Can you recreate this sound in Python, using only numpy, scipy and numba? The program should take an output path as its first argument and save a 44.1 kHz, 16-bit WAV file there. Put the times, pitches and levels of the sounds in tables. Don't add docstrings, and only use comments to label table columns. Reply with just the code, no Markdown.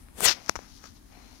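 import sys
import numpy as np
from scipy import signal
from scipy.fft import rfft, irfft
from scipy.io import wavfile
from numba import njit

SR = 44100
rng = np.random.default_rng(int(sys.argv[2]) if len(sys.argv) > 2 else 0)


def log_audio(samples):
    frames = np.atleast_2d(samples).T
    limited = np.clip(frames, -1, 1)
    pcm = np.round(limited * 32767).astype(np.int16)
    wavfile.write(sys.argv[1], SR, pcm)


N = 61739
T = np.arange(N) / SR

OPEN_HZ, COVERED_HZ, RING_DAMPING = 8900, 5540, 0.37
FIBRE_SLIPS_PER_S, FIBRE_SPREAD_DB = 11000, 3.5
PUSH_RIGHT_DB = -23.5

# time_s, level_db
FUR_PRESSURE = [(0.12, -70), (0.16, -55.5), (0.185, -41.5), (0.213, -34), (0.233, -24.5), (0.244, -17.5),
                (0.257, -10.5), (0.269, -17), (0.287, -13), (0.302, -20), (0.315, -20), (0.329, -28),
                (0.340, -38.5), (0.44, -69)]
# frequency_hz, level_db
FUR_TONE = [(40, -12), (130, -12), (400, -3.5), (900, -2), (1700, -0.1), (3200, -0.5), (5500, -5),
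            (9000, -5), (16000, 9)]
# pitch_hz, width_hz, gain_db
RUBBED_RINGS = [(1533, 68, -4.5), (3520, 83, -6)]
def fur_sweep():
    covered, hole_hz = hole_cover(T)
    hairs = colour(slips(per_s=44000, spread_db=2.2), FUR_TONE)
    case = sum(undb(db) * band(hairs, hz, width) for hz, width, db in RUBBED_RINGS)
    swish = resonate(hairs + case, hole_hz, damping=0.32)[0]
    muffled = resonate(swish, hz=6670, damping=RING_DAMPING)[0]
    swish = swish + 0.14 * covered * (muffled - swish)
    return unit(swish) * undb(curve(FUR_PRESSURE))


def hole_cover(t, at_s=0.26, ease_s=0.0056):
    covered = (1 + np.tanh((t - at_s) / (2 * ease_s))) / 2
    return covered, OPEN_HZ + (COVERED_HZ - OPEN_HZ) * covered


# start_s, peak_db, case_pitch_hz, hole_gain_db, crack_gain_db
KNOCKS = [(0.086, -36.5, 1390, -35, -36), (0.2067, -3, 880, 2.5, -4.5), (0.4620, -26.5, 1300, 18, -5),
          (0.4946, -9, 800, -9, 1), (0.4953, 2, 1094, 0, -34), (0.556, -14.5, 1030, -5.5, -27),
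          (0.5581, -18.5, 1020, -1, -23), (0.5614, -17, 970, -4, -26), (0.5624, -17.5, 1210, -5, -25),
          (0.5909, -24.5, 503, -27, -46), (0.8401, -27, 1110, -2, -37), (0.8425, -29.5, 1000, -3, -38)]
# pitch_hz, width_hz, gain_db
KNOCKED_RINGS = [(690, 150, -9.5), (1250, 160, -8), (2110, 220, -10.5)]
def taps():
    out = np.zeros(N)
    for start_s, peak_db, case_hz, hole_db, crack_db in KNOCKS:
        push = np.zeros(N)
        push[int(start_s * SR)] = -1
        hole_hz = hole_cover(start_s)[1]
        clack = steep_band(push, case_hz, width_hz=1.36 * case_hz)
        rings = sum(undb(db) * band(push, hz, width) for hz, width, db in KNOCKED_RINGS)
        thud = undb(1) * steep_band(push, hz=424, width_hz=1050)
        hole = undb(hole_db) * steep_band(push, hole_hz, RING_DAMPING * hole_hz)
        knock = clack + rings + thud + hole + undb(crack_db) * push
        knock = knock - band(knock, hz=3234, width_hz=950)
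        out += undb(peak_db) * knock / np.abs(knock).max()
    return out


# peak_s, rise_s, fall_s, level_db
SCUFF_STROKES = [(0.4828, 0.0016, 0.003, -36), (0.4949, 0.0038, 0.00061, -25), (0.565, 0.0033, 0.0049, -33),
                 (0.593, 0.011, 0.082, -49), (0.859, 0.033, 0.024, -44.5)]
# frequency_hz, level_db
SCUFF_TONE = [(100, -3), (600, -5), (1400, 3), (2300, -7), (3100, -9.5), (4500, -5), (5800, 2),
              (7000, -5.5), (8500, -23), (16000, -21)]
def scuffs():
    force = sum(undb(db) * swell(at, rise, fall) for at, rise, fall, db in SCUFF_STROKES)
    return force * fibres(SCUFF_TONE)


def drag():
    force = undb(-33) * swell(peak_s=0.23, rise_s=0.026, fall_s=0.033)
    return force * noise_band(hz=540, width_hz=620) * stereo(0, PUSH_RIGHT_DB)


# start_s, level_db, pitch_hz, decay_s
BODY_PUSHES = [(0.185, -37.5, 212, 0.003), (0.222, -31, 194, 0.0044), (0.231, -23.5, 420, 0.0021),
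               (0.258, -32, 64, 0.0051), (0.4956, -39, 94, 0.0036), (0.57, -34.5, 60.6, 0.0048),
               (0.713, -41.5, 48.5, 0.01), (0.9, -42.5, 91, 0.007), (1.175, -41.5, 260, 0.0018)]
def bumps():
    out = np.zeros(N)
    for start_s, level_db, pitch_hz, decay_s in BODY_PUSHES:
        age = np.maximum(T - start_s, 0)
        rise_and_fall = age / decay_s * np.exp(1 - age / decay_s)
        out += undb(level_db) * rise_and_fall * np.sin(2 * np.pi * pitch_hz * age)
    return out * stereo(0, PUSH_RIGHT_DB)


# time_s, middle_db, treble_db
RUSTLE_LEVELS = [(0, -61.5, -59.5), (0.14, -65, -96), (0.36, -46, -55), (0.44, -52.5, -51.5),
                 (0.515, -49, -48.5), (0.545, -59.5, -60), (0.63, -53, -61), (0.71, -63, -54),
                 (0.775, -76, -50), (0.81, -77, -62.5), (0.87, -67, -51.5), (0.94, -74, -62.5),
                 (0.97, -57.5, -56), (1.01, -83, -71), (1.08, -74, -66), (1.125, -53, -60),
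                 (1.39, -58, -56)]
# frequency_hz, level_db
PAPERY_TONE = [(200, -6.5), (560, -6.5), (750, -2.5), (1050, -6), (1700, -11.5), (2250, -7), (3300, -15),
               (8000, -38)]
# frequency_hz, level_db
HISSY_TONE = [(1500, -21), (3400, -5.5), (4250, -1.5), (6200, 0), (7800, -16.5), (11000, -14.5),
              (16000, -28)]
def rustle():
    middle = fibres(PAPERY_TONE) * undb(curve(RUSTLE_LEVELS, column=1))
    treble = fibres(HISSY_TONE) * undb(curve(RUSTLE_LEVELS, column=2))
    return middle + treble


# time_s, level_db
RUMBLE_LEVELS = [(0, -47.5), (0.2, -50.5), (0.38, -74), (0.62, -64), (0.73, -52.5), (1.1, -58), (1.39, -56)]
def rumble():
    deep = noise_band(hz=45.4, width_hz=27) * undb(curve(RUMBLE_LEVELS))
    return np.array([deep, earlier(deep)]) * stereo(0, -5)


# frequency_hz, level_db
AIR_TONE = [(20, -1.5), (90, 3), (140, -2.5), (270, 2), (450, -13.5), (700, -15.5), (1800, -17.5),
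            (2600, -25), (5000, -23.5), (8000, -27.5), (16000, -28)]
# pitch_hz, width_hz, left_db, right_db
HUM_AND_HISS = [(245, 49, -63, -69.5), (10600, 6500, -90, -67)]
def room(shared=0.44):
    left, right, both = (colour(rng.standard_normal(N), AIR_TONE) for _ in range(3))
    own_air = np.sqrt(1 - shared) * np.array([left, right])
    shared_air = np.sqrt(shared) * np.array([both, earlier(both)])
    steady = sum(noise_band(hz, width) * stereo(*levels) for hz, width, *levels in HUM_AND_HISS)
    return (own_air + shared_air) * stereo(-54, -59) + steady


# start_s, end_s, pitch_hz, width_hz, left_db, right_db
WISPS = [(0.76, 0.73, 10000, 13, -88, -75), (0.35, 1.7, 6600, 96, -75, -94),
         (1.128, 1.20, 736, 120, -59.5, -71), (1.14, 1.35, 4170, 270, -63.5, -93),
         (0, 0.045, 9800, 4800, -61.5, -76), (0, 0.2, 9600, 1400, -67.5, -90)]
def whines(fade_s=0.013):
    out = np.zeros((2, N))
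    for start_s, end_s, pitch_hz, width_hz, left_db, right_db in WISPS:
        fade = np.clip(np.minimum(T - start_s, end_s - T) / fade_s + .5, 0, 1)
        out += fade * noise_band(pitch_hz, width_hz) * stereo(left_db, right_db)
    return out


def slips(per_s, spread_db):
    clicks = (rng.random(N) < per_s / SR) * rng.standard_normal(N)
    return clicks * undb(spread_db * np.clip(rng.standard_normal(N), -2, 2))


def fibres(tone):
    return colour(slips(FIBRE_SLIPS_PER_S, FIBRE_SPREAD_DB), tone)


def undb(db):
    return 10 ** (np.asarray(db) / 20)


def stereo(left_db, right_db):
    return undb([[left_db], [right_db]])


def unit(x):
    return x / np.sqrt(np.mean(x ** 2))


def earlier(x, lead_s=0.000987):
    return np.roll(x, -int(lead_s * SR))


def curve(table, column=1):
    rows = np.array(table)
    return np.interp(T, rows[:, 0], rows[:, column])


def swell(peak_s, rise_s, fall_s):
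    return np.exp(-np.maximum((peak_s - T) / rise_s, (T - peak_s) / fall_s))


def colour(x, tone):
    hz, db = np.array(tone).T
    all_hz = np.maximum(np.fft.rfftfreq(N, 1 / SR), 1)
    gain = undb(np.interp(np.log(all_hz), np.log(hz), db))
    return unit(irfft(rfft(x) * gain, N))


@njit
def ringing_filter(x, tuning, damping):
    out, mid_state, low_state = np.empty((2, len(x))), 0., 0.
    for i in range(len(x)):
        step = tuning[i]
        mid = (mid_state + step * (x[i] + 1e-18 - low_state)) / (1 + step * (step + damping))
        low = low_state + step * mid
        mid_state, low_state = 2 * mid - mid_state, 2 * low - low_state
        out[0, i], out[1, i] = low, damping * mid
    return out


def resonate(x, hz, damping):
    tuning = np.tan(np.pi * np.minimum(hz, SR / 2 - 1000) / SR) * np.ones(N)
    return ringing_filter(x, tuning, float(damping))


def band(x, hz, width_hz):
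    return resonate(x, hz, width_hz / hz)[1]


def steep_band(x, hz, width_hz):
    return band(band(x, hz, width_hz), hz, width_hz)


def noise_band(hz, width_hz):
    return unit(steep_band(rng.standard_normal(N), hz, width_hz))


def scene():
    knocks = taps()
    left, right = (fur_sweep() + scuffs() + knocks for _ in range(2))
    right = right + undb(11) * band(right, OPEN_HZ, width_hz=2000)
    touches = np.array([left, right]) * stereo(0, -44)
    pushes = drag() + bumps()
    bedding = np.array([rustle(), rustle()]) * stereo(0, -14.5)
    return touches + pushes + bedding + rumble() + room() + whines()


def record(dry, top_hz=15850):
    lowpass = signal.firwin(161, top_hz, window=("kaiser", 9), fs=SR)
    return signal.fftconvolve(np.clip(dry, -1, 1), lowpass[None], mode="same", axes=1)


dry = scene()
out = record(dry)
log_audio(out)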